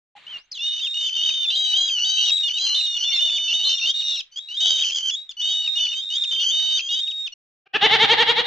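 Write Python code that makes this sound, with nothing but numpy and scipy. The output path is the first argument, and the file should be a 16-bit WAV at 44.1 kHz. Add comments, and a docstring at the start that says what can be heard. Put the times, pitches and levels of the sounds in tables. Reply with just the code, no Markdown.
"""A water bird's pip, a sine, opens a lakeshore scene as a small wave of shaped noise runs up the sand.
Gulls squabble: shrill overlapping whistles, many breaking from a low register upward and snapping down
at the end, with partials added and a rasp of noise around them. The birds stop abruptly, then a goat gives
one loud bleat, a harmonic series over husky noise that throbs eleven times a second.
A faint rumble underlies the birds; a lopsided microphone distorts everything slightly."""
import sys
import numpy as np
from scipy import signal
from scipy.fft import rfft, irfft, next_fast_len
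from scipy.io import wavfile
from scipy.ndimage import uniform_filter1d, minimum_filter1d, map_coordinates

SR = 44100
rng = np.random.default_rng(int(sys.argv[2]) if len(sys.argv) > 2 else 0)


def waveform_to_disk(signal):
    """Save audio, clipped to [-1, 1], as 16-bit WAV at the path in sys.argv[1]."""
    frames = np.transpose(np.atleast_2d(signal))
    scaled = np.clip(frames, -1, 1) * 32767
    samples = np.round(scaled).astype(np.int16)
    wavfile.write(sys.argv[1], SR, samples)


N = 373130
TIME = np.arange(N) / SR  # s
PIP_START, PIP_END, GULLS_END = .153, .182, 7.337  # s


def amp(db):
    """The logarithmic level scale: decibels to amplitude gain."""
    return 10 ** (np.asarray(db) / 20)


def unit(x):
    """Power normalisation: scale to rms 1."""
    return x / np.sqrt(np.mean(x ** 2) + 1e-20)


def along(points, hz):
    """Interpolate (frequency [Hz], value) points on a logarithmic frequency axis."""
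    f, v = np.transpose(points)
    return np.interp(np.log(hz + 1), np.log(f + 1), v)


def curves(rows, t):
    """Piecewise-linear envelopes: each column after the first, read at the times t."""
    s, *cols = np.transpose(rows)
    return [np.interp(t, np.sort(s), c) for c in cols]


def wobble(rate, t):
    """Slow random modulation: a smooth curve over the times t with `rate` knots a second."""
    knots = (t - t[0]) * rate
    size = int(knots[-1]) + 4
    grid = np.arange(0, size, .2)
    smooth = map_coordinates(rng.standard_normal(size), [grid])
    return np.interp(knots, grid, smooth)


def gate(t, start, end, edge):
    """A trapezoidal envelope: 1 between start and end, with sloping edges."""
    return np.clip(np.minimum(t - start, end - t) / edge + .5, 0, 1)


def during(start, end):
    """The sample times of one call."""
    return TIME[(TIME >= start) & (TIME < end)]


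def filtered(x, response):
    """Linear filtering: multiply the spectrum of x by a response of frequency."""
    size = next_fast_len(N + 8192)
    return irfft(rfft(x, size) * response(np.fft.rfftfreq(size, 1 / SR)), size)[..., :N]


def noise(spectrum):
    """Coloured noise of rms 1: white noise shaped by a spectral density."""
    return unit(filtered(rng.standard_normal(N), lambda hz: amp(along(spectrum, hz))))


def echoes(x, decay, delay):
    """Diffuse reverberation: a stereo noise tail in which each frequency has its own decay time."""
    hz, t, z = signal.stft(rng.standard_normal((2, SR // 2)), SR, nperseg=256)
    decay_db = -60 * t / along(decay, hz)[:, None]
    tail = signal.istft(z * amp(decay_db), SR, nperseg=256)[1]
    tail = np.pad(tail / np.linalg.norm(tail[0]), ((0, 0), (int(abs(delay) * SR), 0)))
    return signal.fftconvolve(x[None], tail, axes=1)[:, :N]


def gulls(voice_db=-1, side_db=-8.0, wet_db=-15):
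    """Superposition: cries add as pressures, their incoherent air adds as power, and the shore answers."""
    # yelps that climb in the low register and break into the high one: (start [s], break [s], end [s],
    # opening [Hz], before the break [Hz], crest [Hz], closing [Hz],
    # low level [dB], high level [dB], closing level [dB], hoarseness [0-1])
    yelp_rows = [ (0.791, 0.839, 1.1, 3020, 3150, 3700, 3564, -31.5, -27.5, -25.5, 0.3),
                 (1.172, 1.24, 1.357, 2835, 3033, 3740, 3710, -25, -27.5, -28, 0.2),
                 (1.501, 1.557, 1.775, 2712, 3108, 3857, 3827, -28, -23.5, -27.5, .28),
                 (1.98, 2.048, 2.39, 2732, 3000, 3883, 3780, -26, -26, -29, .25),
                 (2.17, 2.258, 2.503, 2717, 2988, 3800, 3537, -26.5, -23.5, -22.5, .25),
                 (2.66, 2.746, 2.99, 2770, 2985, 3713, 3544, -29.5, -23.5, -28, 0.3),
                 (2.947, 3.041, 3.39, 2862, 3120, 3601, 3442, -25, -23, -24, .25),
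                 (3.09, 3.135, 3.53, 2763, 3080, 3626, 3600, -27, -25, -27.5, 0.29),
                 (3.479, 3.536, 3.803, 2716, 2864, 3732, 3600, -23.5, -24, -26.5, 0.3),
                 (3.591, 3.641, 4.03, 2781, 3043, 3642, 3736, -28.5, -28.5, -27.5, .25),
                 (3.813, 3.865, 4.218, 2702, 2913, 3809, 3823, -24.5, -29, -27.5, 0.33),
                 (3.869, 3.914, 4.18, 3020, 3300, 3712, 3490, -21.5, -28, -27.5, 0.3),
                 (4.358, 4.397, 4.845, 3180, 3428, 3870, 3727, -29, -40.5, -24, 0.31),
                 (4.485, 4.571, 4.8, 2798, 3310, 3764, 3704, -32, -23, -25, .45),
                 (5.107, 5.155, 5.32, 3386, 3380, 3805, 3720, -25.5, -32, -58.5, 0.31),
                 (5.367, 5.417, 5.8, 2946, 3150, 3748, 3690, -33, -25.5, -25, .22),
                 (5.44, 5.528, 5.875, 3027, 3300, 3730, 3538, -27, -29, -25.5, .25),
                 (5.852, 6.012, 6.256, 2838, 3230, 3680, 3674, -30, -33, -23, .25),
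                 (6.1, 6.168, 6.37, 2920, 3283, 3663, 3500, -27, -26.5, -30, 0.4),
                 (6.44, 6.514, 6.8, 3088, 3268, 3717, 3664, -24, -22.5, -23, 0.24),
                 (6.78, 6.892, 7.087, 3170, 3240, 3795, 3610, -31, -26.5, -31, 0.23),
                 (6.903, 6.953, 7.125, 3236, 3320, 3722, 3777, -23.5, -29, -27.5, 0.1),
                 (6.885, 7.005, 7.285, 2830, 3215, 3755, 3694, -28, -29.5, -26, 0.2)]
    # cries in one register: (start [s], end [s], opening [Hz], crest [Hz], closing [Hz], final fall [Hz],
    # opening level [dB], crest level [dB], closing level [dB], hoarseness [0-1], brightness [dB])
    cry_rows = [ (.265, 0.376, 2750, 3154, 2810, -12, -36, -38.5, -30, 0.25, -16.5),
                (.59, 0.804, 3395, 3690, 3654, 995, -30.5, -21.5, -31.5, 0.4, -5.5),
                (.6, 0.811, 2716, 2958, 3006, 395, -29, -31.5, -29.5, 0.4, -1.5),
                (.76, .88, 3750, 3734, 3260, 797, -42, -30.5, -26, 0.37, -8.5),
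                (.937, 1.312, 2852, 3070, 3017, 648, -32, -25.5, -25.5, 0.54, -4),
                (1.14, 1.513, 3600, 3684, 3527, -0.5, -30.5, -28, -23.5, .3, -10.5),
                (1.26, 1.464, 3046, 3070, 3033, 701, -22.5, -27.5, -27.5, 0.37, -0.5),
                (1.485, 1.678, 3672, 4010, 3720, 1401, -29.5, -26.5, -30, 0.25, -1.5),
                (1.5, 1.738, 3028, 3197, 2967, 1, -26, -25.5, -25, 0.27, 0.5),
                (1.73, 1.906, 2950, 3215, 3290, 1048, -17.5, -22.5, -26, 0.3, -5),
                (1.76, 1.905, 3790, 4016, 3826, 1098, -23, -28, -25.5, .22, 1.5),
                (1.76, 2.002, 3073, 3273, 2935, 6, -27.5, -23, -22, 0.3, 1),
                (1.98, 2.312, 2894, 3066, 2918, 344.5, -25, -22.5, -26.5, 0.3, 6),
                (2.17, 2.338, 3122, 3131, 3290, -4, -19, -26.5, -30, 0.16, -14),
                (2.315, 2.492, 3780, 3872, 3530, 491, -17.5, -25, -30, 0.27, 5),
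                (2.43, 2.526, 2990, 2877, 2936, 2, -26, -27, -24.5, 0.23, 0.5),
                (2.5, 2.595, 2935, 3040, 3005, 497, -30, -30.5, -25, 0.37, 0.5),
                (2.58, 2.7, 3120, 3220, 3064, 10.5, -32, -28, -23, 0.46, 4.5),
                (2.535, 2.88, 3580, 4108, 3960, 1489, -27.5, -23.5, -26, 0.29, 1.5),
                (2.68, 2.821, 3038, 3008, 2987, 645, -31.5, -22.5, -26.5, 0.36, 0),
                (2.8, 3.194, 2887, 2884, 2773, 245, -36, -33, -28.5, 0.27, 9),
                (2.98, 3.099, 2909, 3028, 2915, 661, -31, -28, -32, 0.22, 2),
                (3.108, 3.192, 2310, 2180, 2093, 1, -48.5, -37.5, -42.5, 0.6, -9.5),
                (3.115, 3.198, 4180, 4400, 3810, 1206, -40.5, -24.5, -31.5, .8, 0),
                (3.19, 3.305, 2813, 2968, 2950, 443, -24, -26, -24, 0.37, -1.5),
                (3.3, 3.762, 2968, 2991, 3052, 245, -27.5, -24.5, -23, 0.28, 0.5),
                (3.645, 3.752, 4114, 4117, 4070, 0, -25, -21.5, -34.5, 0.23, -3),
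                (3.69, 4.214, 2714, 2905, 2783, 403, -32.5, -42, -36, 0.3, 13.5),
                (4.313, 4.363, 3020, 3000, 3060, -18, -64, -54, -50.5, 0.3, 11.5),
                (4.6, 4.912, 3028, 3100, 2998, 450, -25.5, -23, -26.5, 0.5, 1.5),
                (4.62, 4.693, 3285, 3305, 3380, 0, -20.5, -27, -22, 0, -11),
                (4.78, 4.928, 3188, 3190, 3060, -1.5, -33.5, -25, -26, 0.7, -2),
                (4.918, 5.019, 3187, 3224, 3050, 0, -30, -24, -28.5, 0.67, 0),
                (5.012, 5.113, 3070, 3118, 3124, 394, -30, -24, -23, 0.33, 0.5),
                (5.29, 5.327, 3480, 3570, 3560, 899, -44, -26.5, -35.5, 0.16, 7.5),
                (5.395, 5.688, 2947, 2993, 2940, 692, -25.5, -28, -29, 0.32, 0),
                (5.752, 5.948, 2830, 2983, 2910, 495, -27, -21, -29, 0.4, -0.5),
                (5.885, 6.448, 3602, 3756, 3580, 1199, -29, -33, -28.5, 0.33, -1),
                (6.313, 6.453, 3053, 3116, 3260, 497, -23.5, -25, -23, 0.19, -3),
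                (6.395, 6.495, 2768, 2965, 3105, -3, -23, -21.5, -26, 0.37, 0.5),
                (6.48, 6.817, 3066, 3020, 3070, 751.5, -23.5, -24, -24.5, 0.3, 2),
                (7.32, 7.341, 2805, 2775, 2870, 0, -47, -43, -39.5, 0.24, 5)]
    # hoarse gliding squeals: (start [s], end [s], opening [Hz], closing [Hz],
    # opening level [dB], closing level [dB])
    squeal_rows = [(0.381, 0.465, 3400, 6430, -41, -70), (0.513, 0.582, 5600, 3420, -38, -35.5),
                   (0.518, 0.533, 7400, 4570, -35, -34), (0.543, 0.602, 3900, 2660, -41, -34.5)]
    # spectrum of the air around the cries: (frequency [Hz], density [dB per Hz])
    air_spectrum = [(60, -25.5), (200, -18), (450, -8), (1000, -6), (2000, 0), (2500, 6.5), (3100, 3),
                    (4200, 2.5), (5200, 6.5), (6200, 5), (7400, -22.5), (8200, -14), (9200, -33)]
    # reverberation of the shore: (frequency [Hz], time to fall 60 dB [s])
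    shore_decay = [(300, .18), (3500, .22), (8000, .16)]
    dip_s, dip_width_s, dip_db = 3.931, .009, 22  # the level of the flock dips briefly

    calls = [yelp(*row) for row in yelp_rows]
    calls += [plain_cry(*row) for row in cry_rows]
    calls += [squeal(*row) for row in squeal_rows]
    voices, air_power = np.zeros((2, N))
    for t, tone, power in calls:
        at = np.rint(t * SR).astype(int)
        voices[at] += tone
        air_power[at] += power
    voices = filtered(voices, lambda hz: 1 / np.sqrt(1 + (hz / 7600) ** 40))  # steep low-pass
    air = noise(air_spectrum) * np.sqrt(air_power) * amp(2.5 * wobble(120, TIME))
    dip = amp(-dip_db * np.exp(-((TIME - dip_s) / dip_width_s) ** 2))
    flock = (amp(voice_db) * voices + air) * dip
    return widen(flock, side_db) + amp(wet_db) * echoes(flock, shore_decay, delay=.004)


def yelp(start, jump, end, opening_hz, climbed_hz, crest_hz, closing_hz, low_db, high_db, closing_db, hoarse):
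    """A register break: a climb in the low register, a sudden jump upward, a held note and its fall."""
    climb_power, climb_db = 1.3, 5  # pitch and strength gather towards the break
    break_s, scoop_hz = .01, 119.6  # the jump takes this long and lands this far under the crest
    t = during(start, end)
    climb = np.clip((t - start) / (jump - start), 0, 1)
    pitches = (crest_hz - scoop_hz, crest_hz, closing_hz)
    hz, db, fall = arch(t, jump, end, pitches, (high_db, high_db, closing_db), fall_hz=1397)
    low = np.clip((jump - t) / break_s + .5, 0, 1)
    low_hz = opening_hz + (climbed_hz - opening_hz) * climb ** climb_power
    hz = hz + low * (low_hz - hz)
    db = db + low * (low_db + climb_db * (climb - .5) - db)
    return membrane(t, hz, db, hoarse, slack=fall, bright_db=-1.2)


def plain_cry(start, end, opening_hz, crest_hz, closing_hz, fall_hz,
              opening_db, crest_db, closing_db, hoarse, bright_db):
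    """Frequency modulation without a break: one arched note in a single register."""
    t = during(start, end)
    pitches, levels = (opening_hz, crest_hz, closing_hz), (opening_db, crest_db, closing_db)
    hz, db, fall = arch(t, start, end, pitches, levels, fall_hz)
    return membrane(t, hz, db, hoarse, slack=fall, bright_db=bright_db)


def squeal(start, end, opening_hz, closing_hz, opening_db, closing_db):
    """A rough frequency glide, fastest at first, that opens with a puff of air."""
    t = during(start, end)
    u = np.linspace(0, 1, len(t)) ** .42
    hz = opening_hz + (closing_hz - opening_hz) * u
    db = opening_db + (closing_db - opening_db) * u
    return membrane(t, hz, db, hoarse=.49, slack=.53 * (1 - u) ** 2, bright_db=0.5)


def arch(t, start, end, pitches, levels, fall_hz):
    """Tension sets pitch: it arches over a crest, then a slack membrane plunges. Gives Hz, dB, fall 0-1."""
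    crest_at, power = .42, 1.9  # where the held note peaks, and how flat its top is
    fall_s, fall_db = .028, 11
    opening, crest, closing = pitches
    u = np.clip((t - start) / max(end - fall_s - start, 1e-3), 0, 1)
    before = np.maximum(1 - u / crest_at, 0)
    after = np.maximum(u - crest_at, 0) / (1 - crest_at)
    fall = np.clip((t - end) / fall_s + 1, 0, 1) * (fall_hz > 0)  # only a positive fall counts
    hz = crest + (opening - crest) * before ** power + (closing - crest) * after ** power
    hz = hz - fall_hz * fall ** 1.6
    return hz, np.interp(u, [0, crest_at, 1], levels) - fall_db * fall ** 2, fall


def membrane(t, hz, db, hoarse, slack=0, bright_db=0, break_hz=3420, screech_db=6, grit=1.0):
    """Period doubling: a whistle with partials halfway between its harmonics. Gives times, tone, air power."""
    # partials, strongest in the low register: (multiple of the pitch, low-register level [dB],
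    # high-register level [dB])
    partials = [(.5, -44, -54), (1.5, -18.5, -38.5), (2, -16, -27.5), (2.5, -40, -65.5)]
    jitter, shimmer_db, attack_s = .024, 5.5, .004
    flutter_hz, flutter_share = 74.4, .027  # trill rate; share of the pitch per unit of hoarseness
    rasp_db, rasp_hoarse_db, rasp_fall_db = -29.5, 12, 7  # air: plain, added by hoarseness, by slackness

    # hoarseness comes and goes within a cry and grows as the membrane slackens
    hoarse = np.clip(hoarse * amp(1.61 * wobble(14, t)) + .34 * slack, 0, .9)
    hoarse = hoarse * np.minimum(1, hoarse / .27)  # below .27 it settles into a clean whistle
    high = np.clip((hz - break_hz) / 200 + .5, 0, 1)
    # an uneven trill shakes pitch and strength; faster strain adds jitter and shimmer
    trill = flutter_share * hoarse * np.sin(2 * np.pi * flutter_hz * t + 2 * wobble(35, t))
    hz = hz * (1 + trill + jitter * hoarse * wobble(650, t))
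    phase = 2 * np.pi * np.cumsum(hz) / SR + rng.uniform(0, 2 * np.pi)
    tone = np.sin(phase)
    for k, low_db, high_db in partials:
        # under strain the other partials swell and smear into a screech
        partial_db = low_db + high * (high_db - low_db) + bright_db + screech_db * hoarse
        partial_db = partial_db + 3 * wobble(32.4, t)
        tone += amp(partial_db) * np.sin(k * phase + grit * hoarse * wobble(1700, t))
    edges = np.clip(np.minimum(t - t[0], t[-1] - t) / attack_s, 0, 1)
    shimmer = shimmer_db * hoarse * wobble(250, t) + .8 * wobble(22.26, t)
    size = edges * amp(db + shimmer) * (1 + 10 * trill)
    air = size * amp(rasp_db + rasp_hoarse_db * hoarse + rasp_fall_db * slack)
    return t, np.sqrt(2) * tone * size, air ** 2


def goat(voice_db=-3, husk_db=-10, smear=0.36):
    """Source and filter: throbbing folds drive a throat; each throb swells, then collapses into a rattle."""
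    # one throb: (time from its top [rise times], share of the top pitch, level [dB], roughness [0-1],
    # extra fundamental level [dB])
    throb = [(-1.1, .83, -45, .6, -15), (-.85, .84, -15, .6, -18), (-.55, .9, -4.5, .22, -12),
             (-.25, .945, -1, .12, -2), (0, 1, 0, .15, 0), (.2, .975, -1.5, .5, -1), (.42, .86, -9, .9, -6),
             (.65, .8, -21, .9, -12), (1.1, .78, -45, .9, -14)]
    # course of the bleat: (time [s], rise of a throb [s], top pitch [Hz], level [dB],
    # mouth opening [factor on the resonances])
    bleat_course = [(7.672, .015, 410, -53, .8), (7.762, .028, 440, -16.5, .87),
                    (7.853, .046, 447, -10.5, .98), (7.943, .054, 458, -11.7, 1),
                    (8.215, .05, 482, -12.7, 1.02), (8.486, .046, 483, -19, 1.02)]
    # resonances of throat and mouth: (frequency [Hz], level [dB])
    throat = [(200, -25), (450, -4), (880, -2), (1270, -18), (1470, -7), (1800, -4), (2130, 0), (2500, -15),
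              (2850, -4), (3130, -2), (3350, -5), (3850, -3), (4400, -17), (5200, -27), (7300, -35),
              (9000, -56)]
    # turbulent air of the bleat: (frequency [Hz], density [dB per Hz])
    husk_spectrum = [(40, -25), (130, 2.5), (300, -1), (800, -17), (1200, 6.5), (2000, -4.5), (3200, -2.5),
                     (4000, -0.5), (5000, -6), (7300, -30), (8800, -39.5), (15000, -45)]
    # reverberation of the hillside: (frequency [Hz], time to fall 60 dB [s])
    hillside_decay = [(200, 0.82), (2500, 0.84), (8000, 0.074)]
    first_throb_s, throb_every_s = 7.6715, .0905
    jitter, waver_db, wet_db = .045, 2.3, -13
    focus_hz, slide_hz, width_hz, focus_db = 3050, 700, 300, 6

    voice, push, cycle = np.zeros((3, N))
    for top in np.arange(first_throb_s, TIME[-1] + throb_every_s / 2, throb_every_s):
        rise, top_hz, level_db, mouth = curves(bleat_course, top)
        span = (TIME > top + throb[0][0] * rise) & (TIME < top + throb[-1][0] * rise)
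        t = TIME[span]
        share, db, rough, chest_db = curves(throb, (t - top) / rise)
        hz = top_hz * share * (1 + jitter * rough * wobble(600, t))
        phase = 2 * np.pi * np.cumsum(hz) / SR
        strength = amp(level_db + db + 2 * rough * wobble(400, t))
        # a sharp upper resonance slides down through each throb while the pitch rises to meet it
        focus = focus_hz - slide_hz * (t - top) / rise
        for k in range(1, 20):
            partial_hz = k * top_hz * share / mouth
            ring_db = focus_db / (1 + ((partial_hz - focus) / width_hz) ** 2)
            throat_db = ring_db + along(throat, partial_hz) + (k == 1) * chest_db + waver_db * wobble(60, t)
            # the throat delays each harmonic differently and so smears the pulses of the folds
            partial_phase = k * phase + smear * k * k + rough * wobble(252.8, t)
            voice[span] += strength * amp(throat_db) * np.sin(partial_phase)
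        push[span] += strength * np.sqrt(np.abs(rough))
        cycle[span] = phase
    husk = push * (1 + 0.89 * np.cos(cycle)) * noise(husk_spectrum)  # air pulses once per fold cycle
    bleat = amp(voice_db) * voice + amp(husk_db) * husk
    return widen(bleat, side_db=-17) + amp(wet_db) * echoes(bleat, hillside_decay, delay=0.014)


def pip(hz=820, db=-45):
    """Simple harmonic motion: a water bird's short, nearly pure note."""
    return amp(db) * gate(TIME, PIP_START, PIP_END, edge=0.0019) * np.sin(2 * np.pi * hz * TIME)


def hush(wash_db=4, rumble_db=-78, stir_db=2):
    """Broadband turbulence: a small wave runs up the sand; a very faint rumble lies under the birds."""
    # swell of the wave, before the gain wash_db: (time [s], level [dB])
    wash = [(0.157, -65), (0.167, -51), (0.205, -57.5), (0.381, -49.5), (0.429, -72), (0.51, -72.5)]
    # spectrum of the wave: (frequency [Hz], density [dB per Hz])
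    surf_spectrum = [(60, -11), (170, -5), (300, -11), (800, -5), (2500, 5), (4000, 2.5), (5200, -20),
                     (7000, -16.5), (9000, -29.5), (11000, -42)]
    # (frequency [Hz], density [dB per Hz])
    rumble_spectrum = [(20, 9.5), (80, -3), (200, -21.5), (1000, -31.0), (8000, -79.5)]
    wave_db, = curves(wash, TIME)
    rumble = amp(rumble_db + stir_db * wobble(4, TIME)) * noise(rumble_spectrum)
    wave = amp(wave_db + wash_db) * noise(surf_spectrum)
    return widen(rumble + wave, side_db=-5.5) * gate(TIME, PIP_START, GULLS_END, edge=0.0041)


def widen(x, side_db, lead_hz=3050, spacing_hz=1400, scatter_db=-3):
    """Interference: a ground reflection makes left and right lead in turn along frequency; scatter blurs it."""
    # quick scatter off the ground: (frequency [Hz], time to fall 60 dB [s])
    bank_decay = [(500, .05), (6000, 0.12)]
    # the factor 1j turns each component by a quarter cycle
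    lead = filtered(x, lambda hz: 1j * np.cos(2 * np.pi * (hz - lead_hz) / spacing_hz))
    side = amp(side_db) * (lead + amp(scatter_db) * echoes(x, bank_decay, delay=0)[0])
    return np.array([x + side, x - side])


def limited(x):
    """Gain reduction: a fast limiter flattens the loudest throbs, both channels alike."""
    ceiling = .64  # of full scale
    needed = np.minimum(1, ceiling / (np.abs(x).max(0) + 1e-9))
    return x * uniform_filter1d(minimum_filter1d(needed, size=300), size=200)


def scene():
    """Superposition of the sources: the lakeshore, which stops abruptly, then the goat."""
    shore = (gulls() + pip() + hush()) * gate(TIME, 0, GULLS_END, edge=.005)
    return shore + goat()


def record(dry, bend=0.21):
    """Quadratic distortion: a lopsided microphone adds faint sum and difference tones of paired whistles."""
    # response to the squared signal: (frequency [Hz], level [dB])
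    bend_response = [(30, -54), (150, -22.5), (550, 3.5), (7000, -0.5), (8500, -20.5), (10000, -43.5)]
    overtones = filtered(dry ** 2, lambda hz: amp(along(bend_response, hz)))
    return filtered(limited(dry + bend * overtones), lambda hz: hz < 15700)  # nothing above this passes


dry = scene()
out = record(dry)
waveform_to_disk(out)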